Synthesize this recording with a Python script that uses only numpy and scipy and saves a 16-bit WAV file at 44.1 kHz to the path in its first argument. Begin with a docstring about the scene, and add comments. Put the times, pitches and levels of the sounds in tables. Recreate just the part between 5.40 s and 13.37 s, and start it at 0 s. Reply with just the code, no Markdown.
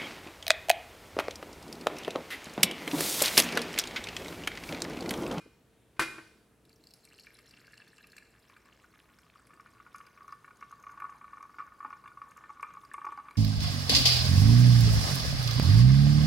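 """A quiet, bare kitchen with faint mains hum, heard from close by.
A brewer is set down on a glass server with a clack: decaying modes and a crack of noise at each touch.
Its valve opens and coffee runs in: droplets tick on the glass bottom, then bubbles plop in the rising pool.
The drops are short decaying sines and puffs of noise, coloured by the server's resonances.
Dying noise gives the echo; shaped noise, mains lines and a small fan's whine that stops give the floor."""
import sys
import numpy as np
from scipy import signal
from scipy.io import wavfile
from scipy.ndimage import uniform_filter1d

SR = 44100
rng = np.random.default_rng(int(sys.argv[2]) if len(sys.argv) > 2 else 0)


def linear_from_db(decibels):
    """Turn decibels (scalar or array-like) into linear amplitude factors; 0 gives 1."""
    return 10 ** (np.asarray(decibels, float) / 20)


def dump_mix(stems):
    """Bounce the given channels to the path in sys.argv[1] as a 16-bit WAV at rate SR."""
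    frames = np.atleast_2d(stems).T  # one column per channel
    limited = np.clip(frames, -1, 1)  # hard clip at full scale
    pcm = np.round(limited * 32767).astype(np.int16)
    wavfile.write(sys.argv[1], SR, pcm)


N = 351477
TIME = np.arange(N) / SR
VALVE_OPENS_S = 1.2
LEAD_S = .2   # brewer and echo start this long before we listen


def stream():
    """Coffee running in: loud plops and ticks over a bed of small bubbles, spray and dry patter."""
    return plops() + ticks() + small_bubbles() + spray() + patter()


def plops():
    """Bubbles caught under the stream, each with a splash, a bigger, lower bubble and a thud on the server."""
    # The louder bubbles. Each row: start in seconds, peak in dB, pitch in Hz, splash in dB against that peak.
    caught = [(1.3039, -59, 2140, -7), (1.6748, -53, 2170, -13), (1.7245, -52, 2690, -16),
              (1.7878, -46.5, 2850, -19), (1.8688, -41, 2210, -7.5), (1.905, -49, 2000, -18),
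              (1.9604, -56, 2020, -11), (1.9879, -50, 1930, -4), (2.138, -49.5, 2920, -1),
              (2.173, -49.5, 2880, -4), (2.2453, -51, 1970, -11), (2.2789, -48.5, 1480, -11),
              (2.333, -48.5, 1700, -1), (2.3785, -48, 2820, -16), (2.4008, -46, 1640, -10),
              (2.4179, -49.5, 2610, 0.5), (2.5312, -51, 1710, -11), (2.582, -50, 2730, -1),
              (2.6075, -52.5, 1630, -23), (2.6416, -48.5, 2410, -1), (2.7318, -49.5, 1740, -2),
              (2.7651, -48, 1720, -6), (2.7804, -41.5, 2314, -7), (2.8232, -53.5, 1680, 0),
              (3.0967, -54.5, 1060, 2), (3.1308, -55, 980, -3), (3.1642, -48, 1410, -1),
              (3.255, -56, 1020, 1), (3.327, -51, 2900, -7), (3.4423, -50.5, 1330, -4),
              (3.538, -54.5, 1270, 0), (3.7863, -53, 1450, -11), (3.865, -57, 1160, -16),
              (3.9566, -47.5, 1220, -16), (3.995, -52.5, 1260, -14), (4.1052, -48, 1190, -6),
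              (4.133, -51.5, 1190, 1.5), (4.1737, -52, 1160, -8), (4.197, -43, 1180, -5),
              (4.26, -47, 1264, -3.5), (4.3686, -53, 1270, -11), (4.4004, -43, 1215, -9),
              (4.4637, -44, 1263, -7), (4.5456, -35.5, 1210, -13.5), (4.5533, -40, 1240, -7),
              (4.583, -48, 1230, -11), (4.603, -42.5, 1220, -8), (4.6674, -53, 1220, 4),
              (4.7743, -49, 1230, 1.5), (4.807, -43.5, 1200, -8), (4.8191, -46, 1130, -9),
              (4.8439, -49, 1130, -11), (4.8795, -40.5, 1170, -11.5), (4.891, -42, 1250, -14),
              (4.9241, -35, 1154, -13.5), (5.0444, -42.5, 1250, -4), (5.0784, -46, 1170, -1.5),
              (5.1068, -46.5, 1190, -2.5), (5.21, -50, 1150, 3), (5.2249, -35, 1190, -8),
              (5.3092, -45, 1210, -9), (5.3249, -39, 1130, -11), (5.437, -46, 1130, -3),
              (5.4667, -37, 1110, -11), (5.493, -43, 1130, -2), (5.5199, -47, 1110, -11),
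              (5.5745, -39, 1105, -6.5), (5.6006, -40, 1110, 1), (5.6196, -30, 1117, -10.5),
              (5.6417, -31, 1147, -21), (5.6507, -37.5, 1160, -7), (5.6932, -40.5, 1130, -6.5),
              (5.7215, -45, 1125, -4), (5.8114, -41.5, 1110, -8.5), (5.8225, -47, 1240, -15),
              (5.842, -39, 1156, -10.5), (5.878, -47.5, 1090, -5), (5.8952, -54, 1120, -5),
              (5.931, -37, 1130, -12), (5.9711, -40, 1210, -13), (5.9794, -41, 1190, -7),
              (6.0062, -41, 1130, -11), (6.0269, -39, 1126, -10.5), (6.0511, -41.5, 1080, -16),
              (6.094, -47.5, 1150, -15), (6.1429, -47.5, 1240, -3.5), (6.1845, -33.5, 1247, -8),
              (6.1946, -31, 1217, -13), (6.2025, -32, 1170, -14), (6.2206, -38, 1107, -9),
              (6.2753, -45.5, 1130, -8), (6.3202, -46.5, 1190, -10), (6.4039, -35, 1125, -12.5),
              (6.4273, -37.5, 1120, -15), (6.4472, -29, 1143, -16), (6.4591, -38.5, 1120, -6),
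              (6.4757, -47, 1130, -11), (6.5042, -37, 1140, -8.5), (6.527, -35.5, 1096, -6),
              (6.5658, -52, 1050, -11), (6.6383, -48, 1130, -3.5), (6.6573, -41, 1130, -5.5),
              (6.6755, -43.5, 1130, -2), (6.7163, -43.5, 1250, -16), (6.7722, -40, 1110, -13),
              (6.8166, -33, 1180, -13), (6.867, -52, 1110, -11), (6.9154, -50.5, 1140, 1),
              (6.9636, -47, 1150, -6), (6.9765, -44, 1150, -5), (7.008, -45.5, 1210, -9),
              (7.0375, -44.5, 1130, -2.5), (7.0932, -41.5, 1154, -14), (7.1002, -38.5, 1130, -13),
              (7.1701, -47.5, 1130, -9), (7.196, -38.5, 1115, -10), (7.228, -29, 1092, -5),
              (7.2444, -34, 1170, -18), (7.2669, -39.5, 1230, -11), (7.2873, -46, 1130, -13),
              (7.3032, -44.5, 1130, -8), (7.339, -43, 1170, -20), (7.3507, -41.5, 1094, -14),
              (7.3694, -37, 1150, -22), (7.435, -44, 1135, -14), (7.4489, -47, 1130, -9),
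              (7.5148, -37.5, 1713, -11), (7.5401, -31, 1090, -7.5), (7.5796, -34, 1110, -10),
              (7.6151, -35.5, 1120, -8.5), (7.645, -31.5, 1127, -7.5), (7.6659, -30, 1047, -10),
              (7.687, -35.5, 1120, -19), (7.7209, -34, 1096, -10.5), (7.7744, -38, 1090, -3.5),
              (7.7857, -36, 1080, -11), (7.797, -37.5, 1133, -14), (7.8514, -49, 1140, -9),
              (7.8835, -38, 1120, -4.5), (7.9087, -42, 1120, -1.5), (7.9543, -49.5, 1145, 2)]
    s, db, hz, splash_db = np.transpose(caught)
    out = peaked(bubbles(hz, cycles=16.7, rise=.15, size=3500, swell=1.85), s, db)
    tone, strength = rng.random((len(s), 2)).T
    # the big bubbles strengthen by 4.5 dB a second as the pool deepens, to -12.5 +- 7.5 dB at the end
    big_db = db - 12.5 + 7.5 * (2 * strength - 1) - 4.5 * (TIME[-1] - s)
    big_hz = hz * np.interp(tone, [0, 1], (0.738, 0.895))
    out += peaked(bubbles(big_hz, cycles=36.0, rise=0.057, size=3500, swell=2.1), s, big_db)
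    # the big bubble's push on the server, heard directly
    thuds = bubbles(363 * (0.74 + 0.5 * tone), cycles=13.0, rise=.05, size=3500)
    out += lay(s, thuds * linear_from_db(big_db - 4)[:, None])
    out += peaked(splashes(len(s), 1400, 2470, 0.032, size=3500), s, db + splash_db)
    return out


def ticks():
    """Droplets bursting: a high, short sine and a brighter puff of noise for each."""
    # The louder droplets. Each row: start in seconds, peak in dB, pitch in Hz.
    droplets = [(1.252, -57, 3700), (1.2935, -53.5, 4620), (1.4386, -51.5, 4080), (1.4705, -46.5, 4700),
                (1.5071, -52, 5240), (1.5371, -55, 6760), (1.5371, -44.5, 4980), (1.6508, -47.5, 8350),
                (1.6887, -58, 4330), (1.732, -55, 7650), (1.783, -55, 4600), (1.7964, -45.5, 4370),
                (1.8339, -52, 4400), (1.989, -51, 4660), (2.0944, -56, 7650), (2.1097, -47, 4700),
                (2.2017, -55, 4330), (2.268, -55, 4540), (2.3228, -54, 7610), (2.3402, -53, 4250),
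                (2.377, -51, 4500), (2.4783, -53.5, 3490), (2.5622, -59, 7200), (2.5697, -57, 4750),
                (2.5817, -55, 7400), (2.627, -59, 4040), (2.6702, -49.5, 11400), (2.6997, -56, 5200),
                (2.7194, -49.5, 4110), (2.767, -44, 7260), (2.7822, -47, 4080), (3.787, -54.5, 5130),
                (3.9567, -63, 3200), (4.069, -53.5, 10400), (4.1392, -59, 8100), (4.2075, -58.5, 5370),
                (4.5293, -62, 3750), (4.543, -56, 5100), (4.5594, -49.5, 10000), (4.582, -50, 6300),
                (4.666, -53, 4940), (4.8306, -61, 4930), (4.8787, -54.5, 5900), (4.9223, -53.5, 4930),
                (5.1707, -56, 6800), (5.2083, -54, 5800), (5.2956, -62, 5600), (5.3145, -52.5, 6540),
                (5.3993, -58, 6380), (5.4264, -55.5, 6500), (5.518, -55.5, 6350), (5.6013, -53, 11500),
                (5.699, -60.5, 6460), (6.026, -53.5, 6000), (6.5024, -59.5, 5200), (6.6794, -59, 3470),
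                (6.9096, -53, 6490), (6.9718, -50, 7240), (7.2083, -55.5, 5500), (7.2257, -49, 8400),
                (7.3369, -55, 6600), (7.4142, -60, 3540), (7.45, -53, 4740), (7.5363, -42.5, 8440),
                (7.6526, -53, 6100), (7.721, -57, 8260), (7.7734, -57, 4730), (7.909, -52.5, 4020)]
    s, db, hz = np.transpose(droplets)
    out = peaked(bubbles(hz, cycles=24., rise=.03, size=1500), s, db)
    return out + peaked(splashes(len(s), 2630, 14300, 0.018, size=1500), s, db - 2)


def small_bubbles():
    """Small bubbles churned up by the stream; they grow, so their pitch sinks, as the pool deepens."""
    # How hard the stream churns the coffee. Each row: time in seconds, level of the small bubbles in dB rms.
    churn = [(1.2, -83), (1.6, -87), (1.95, -71), (2.4, -70), (2.8, -70), (3.1, -73.5), (3.85, -71.5),
             (4.2, -69), (4.8, -65), (5.3, -66.5), (5.5, -58.5), (6.0, -61.5), (6.4, -63), (7.15, -60.5),
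             (7.5, -69.5), (7.72, -64.5), (7.97, -64)]
    shallow_hz, deep_hz, deepens_at_s, deepens_over_s = 2085, 1170, 2.97, 0.24
    shallow = (1 - np.tanh((TIME - deepens_at_s) / deepens_over_s)) / 2
    return swarm(count=3000, level_db=np.interp(TIME, *np.transpose(churn)),
                 pitch_hz=deep_hz + (shallow_hz - deep_hz) * shallow,
                 octaves=.65, cycles=9., spread_db=2.5, direct_db=-20)


def spray():
    """High droplets that build up on the bare glass until the pool slowly drowns them."""
    start_db, top_db, drowned_db = -77.5, -65.5, -79
    top_s, drowns_s = 1.85, 1.0
    drowned = 1 - np.exp(-np.maximum(TIME - top_s, 0) / drowns_s)
    level_db = np.interp(TIME, [VALVE_OPENS_S, top_s], [start_db, top_db])
    level_db = level_db + drowned * (drowned_db - top_db)
    return swarm(count=2500, level_db=level_db, pitch_hz=np.full(N, 7200.), octaves=.95, cycles=31.0,
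                 spread_db=3.5, direct_db=-17.5, rise=0.097)


def patter():
    """Spells of dry patter: very short drops, heard mostly without the server's ring."""
    # Each row: start in seconds, end in seconds, level in dB rms.
    spells = [(1.703, 2.455, -71.5), (3.06, 3.978, -70.5), (4.312, 4.71, -70), (7.3, 7.903, -72.5)]
    edge_db_per_s, rest_db = 63, -87
    level_db = np.full(N, float(rest_db))
    for start, end, db in spells:
        outside_s = np.maximum(np.maximum(start - TIME, TIME - end), 0)
        level_db = np.maximum(level_db, db - edge_db_per_s * outside_s)
    return swarm(count=1200, level_db=level_db, pitch_hz=np.full(N, 1900.), octaves=0.65, cycles=5.1,
                 spread_db=3., direct_db=8)


def swarm(count, level_db, pitch_hz, octaves, cycles, spread_db, direct_db, rise=0.41):
    """Many small drops at random moments, of uneven size and pitch, held to a level that varies with time."""
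    when, tone, sign = rng.random((count, 3)).T
    s = VALVE_OPENS_S + when * (TIME[-1] - VALVE_OPENS_S)
    at = (s * SR).astype(int)
    hz = np.clip(pitch_hz[at] * 2 ** (octaves * (2 * tone - 1)), 300, 15000)
    size_db = spread_db * np.minimum(rng.exponential(1, count), 3)
    size_db = size_db + 3 * drift(30)[at]   # neighbours grow and shrink together
    sizes = linear_from_db(size_db) * np.sign(sign - .5)
    drops = bubbles(hz, cycles, rise, size=500, swell=2.1) * sizes[:, None]
    sound = server(lay(s, drops), direct_db, TIME)
    power = uniform_filter1d(sound ** 2, size=SR // 4)   # an even supply over a quarter second
    opening = np.clip((TIME - VALVE_OPENS_S) * 10, 0, 1)
    return linear_from_db(level_db) * sound / np.sqrt(power + 1e-9) * opening


def bubbles(hz, cycles, rise, size, swell=1.6):
    """One row per bubble: a sine that swells for some cycles and dies 60 dB in so many, rising in pitch."""
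    turns = np.arange(size) / SR * hz[:, None]
    tone = np.sin(2 * np.pi * turns * (1 + rise * turns / cycles))
    return tone * linear_from_db(-60 * turns / cycles) * (1 - np.exp(-turns / swell))


def splashes(count, low_hz, high_hz, t60, size):
    """One row per splash: a puff of band-passed noise that dies 60 dB in t60 seconds."""
    age = np.arange(size) / SR
    puffs = rng.standard_normal((count, size)) * linear_from_db(-60 * age / t60) * (1 - np.exp(-age / .0008))
    return signal.sosfilt(signal.butter(2, [low_hz, high_hz], "band", fs=SR, output="sos"), puffs)


def peaked(rows, s, db):
    """Each drop, heard through the server, at its own moment and peak."""
    rows = server(rows, -26, s[:, None])
    return lay(s, rows * (linear_from_db(db) / np.abs(rows).max(axis=1))[:, None])


def lay(seconds, rows):
    """Place each row at its moment."""
    out = np.zeros(N + rows.shape[1])
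    starts = (np.asarray(seconds) * SR).astype(int)
    np.add.at(out, starts[:, None] + np.arange(rows.shape[1]), rows)
    return out[:N]


def server(x, direct_db, s):
    """Parallel resonances beside sound that escapes them; they change strength as a pool forms."""
    # Air and wall resonances of the server.
    # Each row: pitch in Hz, width in Hz, level in dB over a film of coffee, level in dB over a pool.
    resonances = [(866, 17, -10, -13), (960, 40, -17, -15), (1050, 36, -12, -24), (1106.5, 24, -14, -1),
                  (1140.5, 33, -14.5, 8), (1230, 66, -7.5, -1), (1456, 62, -15, 3.5), (1670, 180, -8.5, -9),
                  (1776, 15, -20, -1), (2193, 180, -17, -5), (2355, 54, -11, -6.5),
                  (2700, 120, -5.5, -10.5), (3490, 110, -17, -9), (4020, 19, -8, -5.5),
                  (4090, 100, -15, -37), (4390, 310, -7.5, -16), (4740, 62, -12, -3.5),
                  (5130, 180, -8.5, -11), (5490, 82, -15, -6), (6350, 760, -23, -9), (7400, 440, -14, -18),
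                  (8250, 98, -10.5, -5), (9780, 550, -21.5, -11), (10720, 60, -5.5, -3.5),
                  (11200, 290, -18, -10.5), (12550, 1000, -18, -18)]
    pool = np.interp(s, (2.8, 4.3), [0, 1])   # the pool forms between these seconds
    out = linear_from_db(direct_db) * x
    for hz, width_hz, film_db, pool_db in resonances:
        r = np.exp(-np.pi * abs(width_hz) / SR)
        zeros = [(1 - r * r) / 2, 0, (r * r - 1) / 2]
        poles = [1, -2 * r * np.cos(2 * np.pi * hz / SR), r * r]
        ring = signal.lfilter(zeros, poles, x + 1e-18)
        out = out + linear_from_db(film_db + pool * (pool_db - film_db)) * ring
    return out


def brewer():
    """Each touch strikes every mode anew, duller when soft, and gives a short crack of noise."""
    # Brewer on the server rim; a negative time is a touch that is still ringing.
    # Each row: start in seconds, relative level in dB, contact softness in Hz (weak above it).
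    touches = [(-.15, -23.5, 8900), (0.055, -38.5, 346), (0.331, -65, 3900), (0.566, -54, 6000),
               (0.5934, -15, 2080), (0.5947, -18, 12400), (0.6083, -26.5, 12000), (.613, -23, 5070),
               (.621, -21, 7300), (0.647, -61, 3000), (0.782, -35, 1700)]
    # Modes of the brewer. Each row: pitch in Hz, relative level in dB, 60 dB decay in seconds if not seated.
    modes = [(60, -27, .12), (130, -19, .15), (250, -17, .1), (321, -6, .1), (410, -21, .06),
             (1040, -6, .05), (1130, -2, .05), (1240, -3, .05), (1396, -5, .07), (1510, -3, .08),
             (1545, -6, .12), (2080, -8, .25), (2160, -11, .1), (2437, -9.5, .5), (2455, -15, .4),
             (2489, -12, .12), (2880, -15, .08), (3662, -17, .09), (3900, -21, .25), (4323, -19, .09),
             (4630, -18, .12), (5024, -21, .2), (8127, -26, .08)]
    # Spectrum of the crack. Each row: frequency in Hz, relative level in dB per Hz.
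    crack_spectrum = [(100, -114), (300, -13), (700, -17), (1200, -14), (1600, -7), (2500, -6.5),
                      (3400, -14), (5000, -12.5), (6300, -17.5), (9000, -9.5), (16000, -25)]
    seated_s, seated_t60_s = .5, .34   # once the brewer sits on the rim, no mode rings longer than this
    out = np.zeros((2, N + int(LEAD_S * SR)))
    age = np.arange(SR // 2) / SR
    crack_size = SR // 8
    chances = rng.standard_normal((len(touches), len(modes)))
    for (s, db, soft_hz), chance in zip(touches, chances):
        at = int((s + LEAD_S) * SR)
        for (hz, mode_db, t60), luck in zip(modes, chance):
            t60 = min(t60, seated_t60_s) if s > seated_s else t60
            gain = linear_from_db(db + mode_db + 2 * luck) / (1 + (hz / soft_hz) ** 3) / 3
            envelope = linear_from_db(-60 * age / t60) * np.minimum(age / 0.00036, 1)
            out[:, at:at + len(age)] += gain * np.sin(2 * np.pi * hz * age + luck) * envelope
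        noise = bands(crack_size, lambda hz: linear_from_db(at_hz(crack_spectrum, hz)) / (1 + (hz / soft_hz) ** 3))
        crack = rms_one(noise)
        fade = linear_from_db(db - 10.0 - 60 * age[:crack_size] / 0.12)
        # partly wide, partly centred
        out[:, at:at + crack_size] += fade * (0.53 * crack + 0.31 * crack.mean(axis=0))
    return out


def kitchen(x):
    """Reverberation of the bare room: noise that dies band by band, after a short gap."""
    # Each row: frequency in Hz, 60 dB decay in seconds.
    decay = [(100, 1), (1000, 0.54), (5000, 0.8), (14000, 0.66)]
    age = np.arange(SR * 3 // 4) / SR
    tail = bands(len(age), lambda hz: linear_from_db(-60 * age / at_hz(decay, hz)))
    tail = tail * np.clip((age - .004) / 0.0012, 0, 1)
    tail = tail / np.sqrt(np.sum(tail ** 2) / 2)
    return signal.fftconvolve(x[None], tail, axes=1)[:, :len(x)]


def hush():
    """Room air and microphone hiss: noise whose bands drift slightly in level, at -66.5 dB rms."""
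    # Each row: frequency in Hz, relative level in dB per Hz.
    spectrum = [(15, -53), (25, -21), (49, -7.5), (141, -4), (317, -6), (354, -5), (451, -10), (591, -12),
                (840, -17), (1290, -18.5), (3620, -24), (5430, -30.5), (7710, -27.5), (16000, -34)]
    return linear_from_db(-66.5) * rms_one(bands(N, lambda hz: linear_from_db(at_hz(spectrum, hz) + 1.2 * drift(7))))


def hum():
    """Wavering sines: the low mains lines go on, a small fan's whine fades out and stops."""
    # Each row: pitch in Hz, typical level in dB rms.
    lines = [(59.2, -78.5), (118.4, -80), (419.9, -87.5), (452.2, -78.5)]
    fan_stops_s, fade_s = 3.4, 0.72
    out = np.zeros(N)
    for hz, db in lines:
        running = 1 if hz < 200 else np.clip((fan_stops_s - TIME) / fade_s, 0, 1)
        level = np.sqrt(2) * linear_from_db(db + 1.9 * drift(6.2))
        out = out + level * running * np.sin(2 * np.pi * hz * TIME)
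    return out


def bands(length, gain):
    """Stereo noise in half-octave bands, each with its own gain(hz) and left-right likeness."""
    # Each row: frequency in Hz, left-right likeness (1 is mono).
    likeness = [(30, 1), (60, 0.98), (125, 0.95), (250, 0.87), (2000, 0.84), (8000, 0.71), (12000, 0.61)]
    out, edges = 0, 22 * 2 ** np.arange(0, 10, .5)
    white = rng.standard_normal((2, 2, length))   # neighbouring bands take turns with two noises
    for k, (low, high) in enumerate(zip(edges, edges[1:])):
        band = signal.butter(2, [low, high], "band", fs=SR, output="sos")
        mid, side = signal.sosfilt(band, white[k % 2])
        hz = np.sqrt(low * high)
        alike = np.clip(at_hz(likeness, hz), 0, 1)
        out = out + gain(hz) * (np.sqrt(1 + alike) * mid + np.sqrt(1 - alike) * side * [[1], [-1]])
    return out


def drift(rate):
    """Slow chance of spread about 1, with so many turning points a second."""
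    knots = rng.standard_normal(300)
    return np.interp(TIME * rate, np.arange(len(knots)), knots) * np.sqrt(1.5)


def at_hz(points, hz):
    """Read a spectrum on a log-frequency axis."""
    point_hz, value = np.transpose(points)
    return np.interp(np.log(hz), np.log(point_hz), value)


def rms_one(x):
    """Scale to rms 1."""
    return x / np.sqrt(np.mean(x ** 2) + 1e-20)


def scene():
    """The brewer and the stream close by, their echo in the kitchen, and the floor."""
    lead = int(LEAD_S * SR)   # the room already rings when we start to listen
    clack, water = brewer(), np.pad(stream(), (lead, 0))
    wet = linear_from_db(-10.5) * clack.mean(axis=0) + linear_from_db(-11.0) * water
    close = (clack + water) * linear_from_db(np.array([[.3], [-.3]]))   # slightly left, in dB
    return (close + kitchen(wet))[:, lead:] + hush() + hum()


def band_limit(x):
    """A steep low-pass at the top of the band."""
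    return signal.sosfilt(signal.butter(12, 16500, fs=SR, output="sos"), x)


def record(dry):
    """Remove everything above about 16.9 kHz from the stereo mix and finish it."""
    mix = signal.sosfilt(signal.cheby2(12, 50, 16900, fs=SR, output="sos"), dry)
    return band_limit(mix)


dry = scene()
out = record(dry)
dump_mix(out)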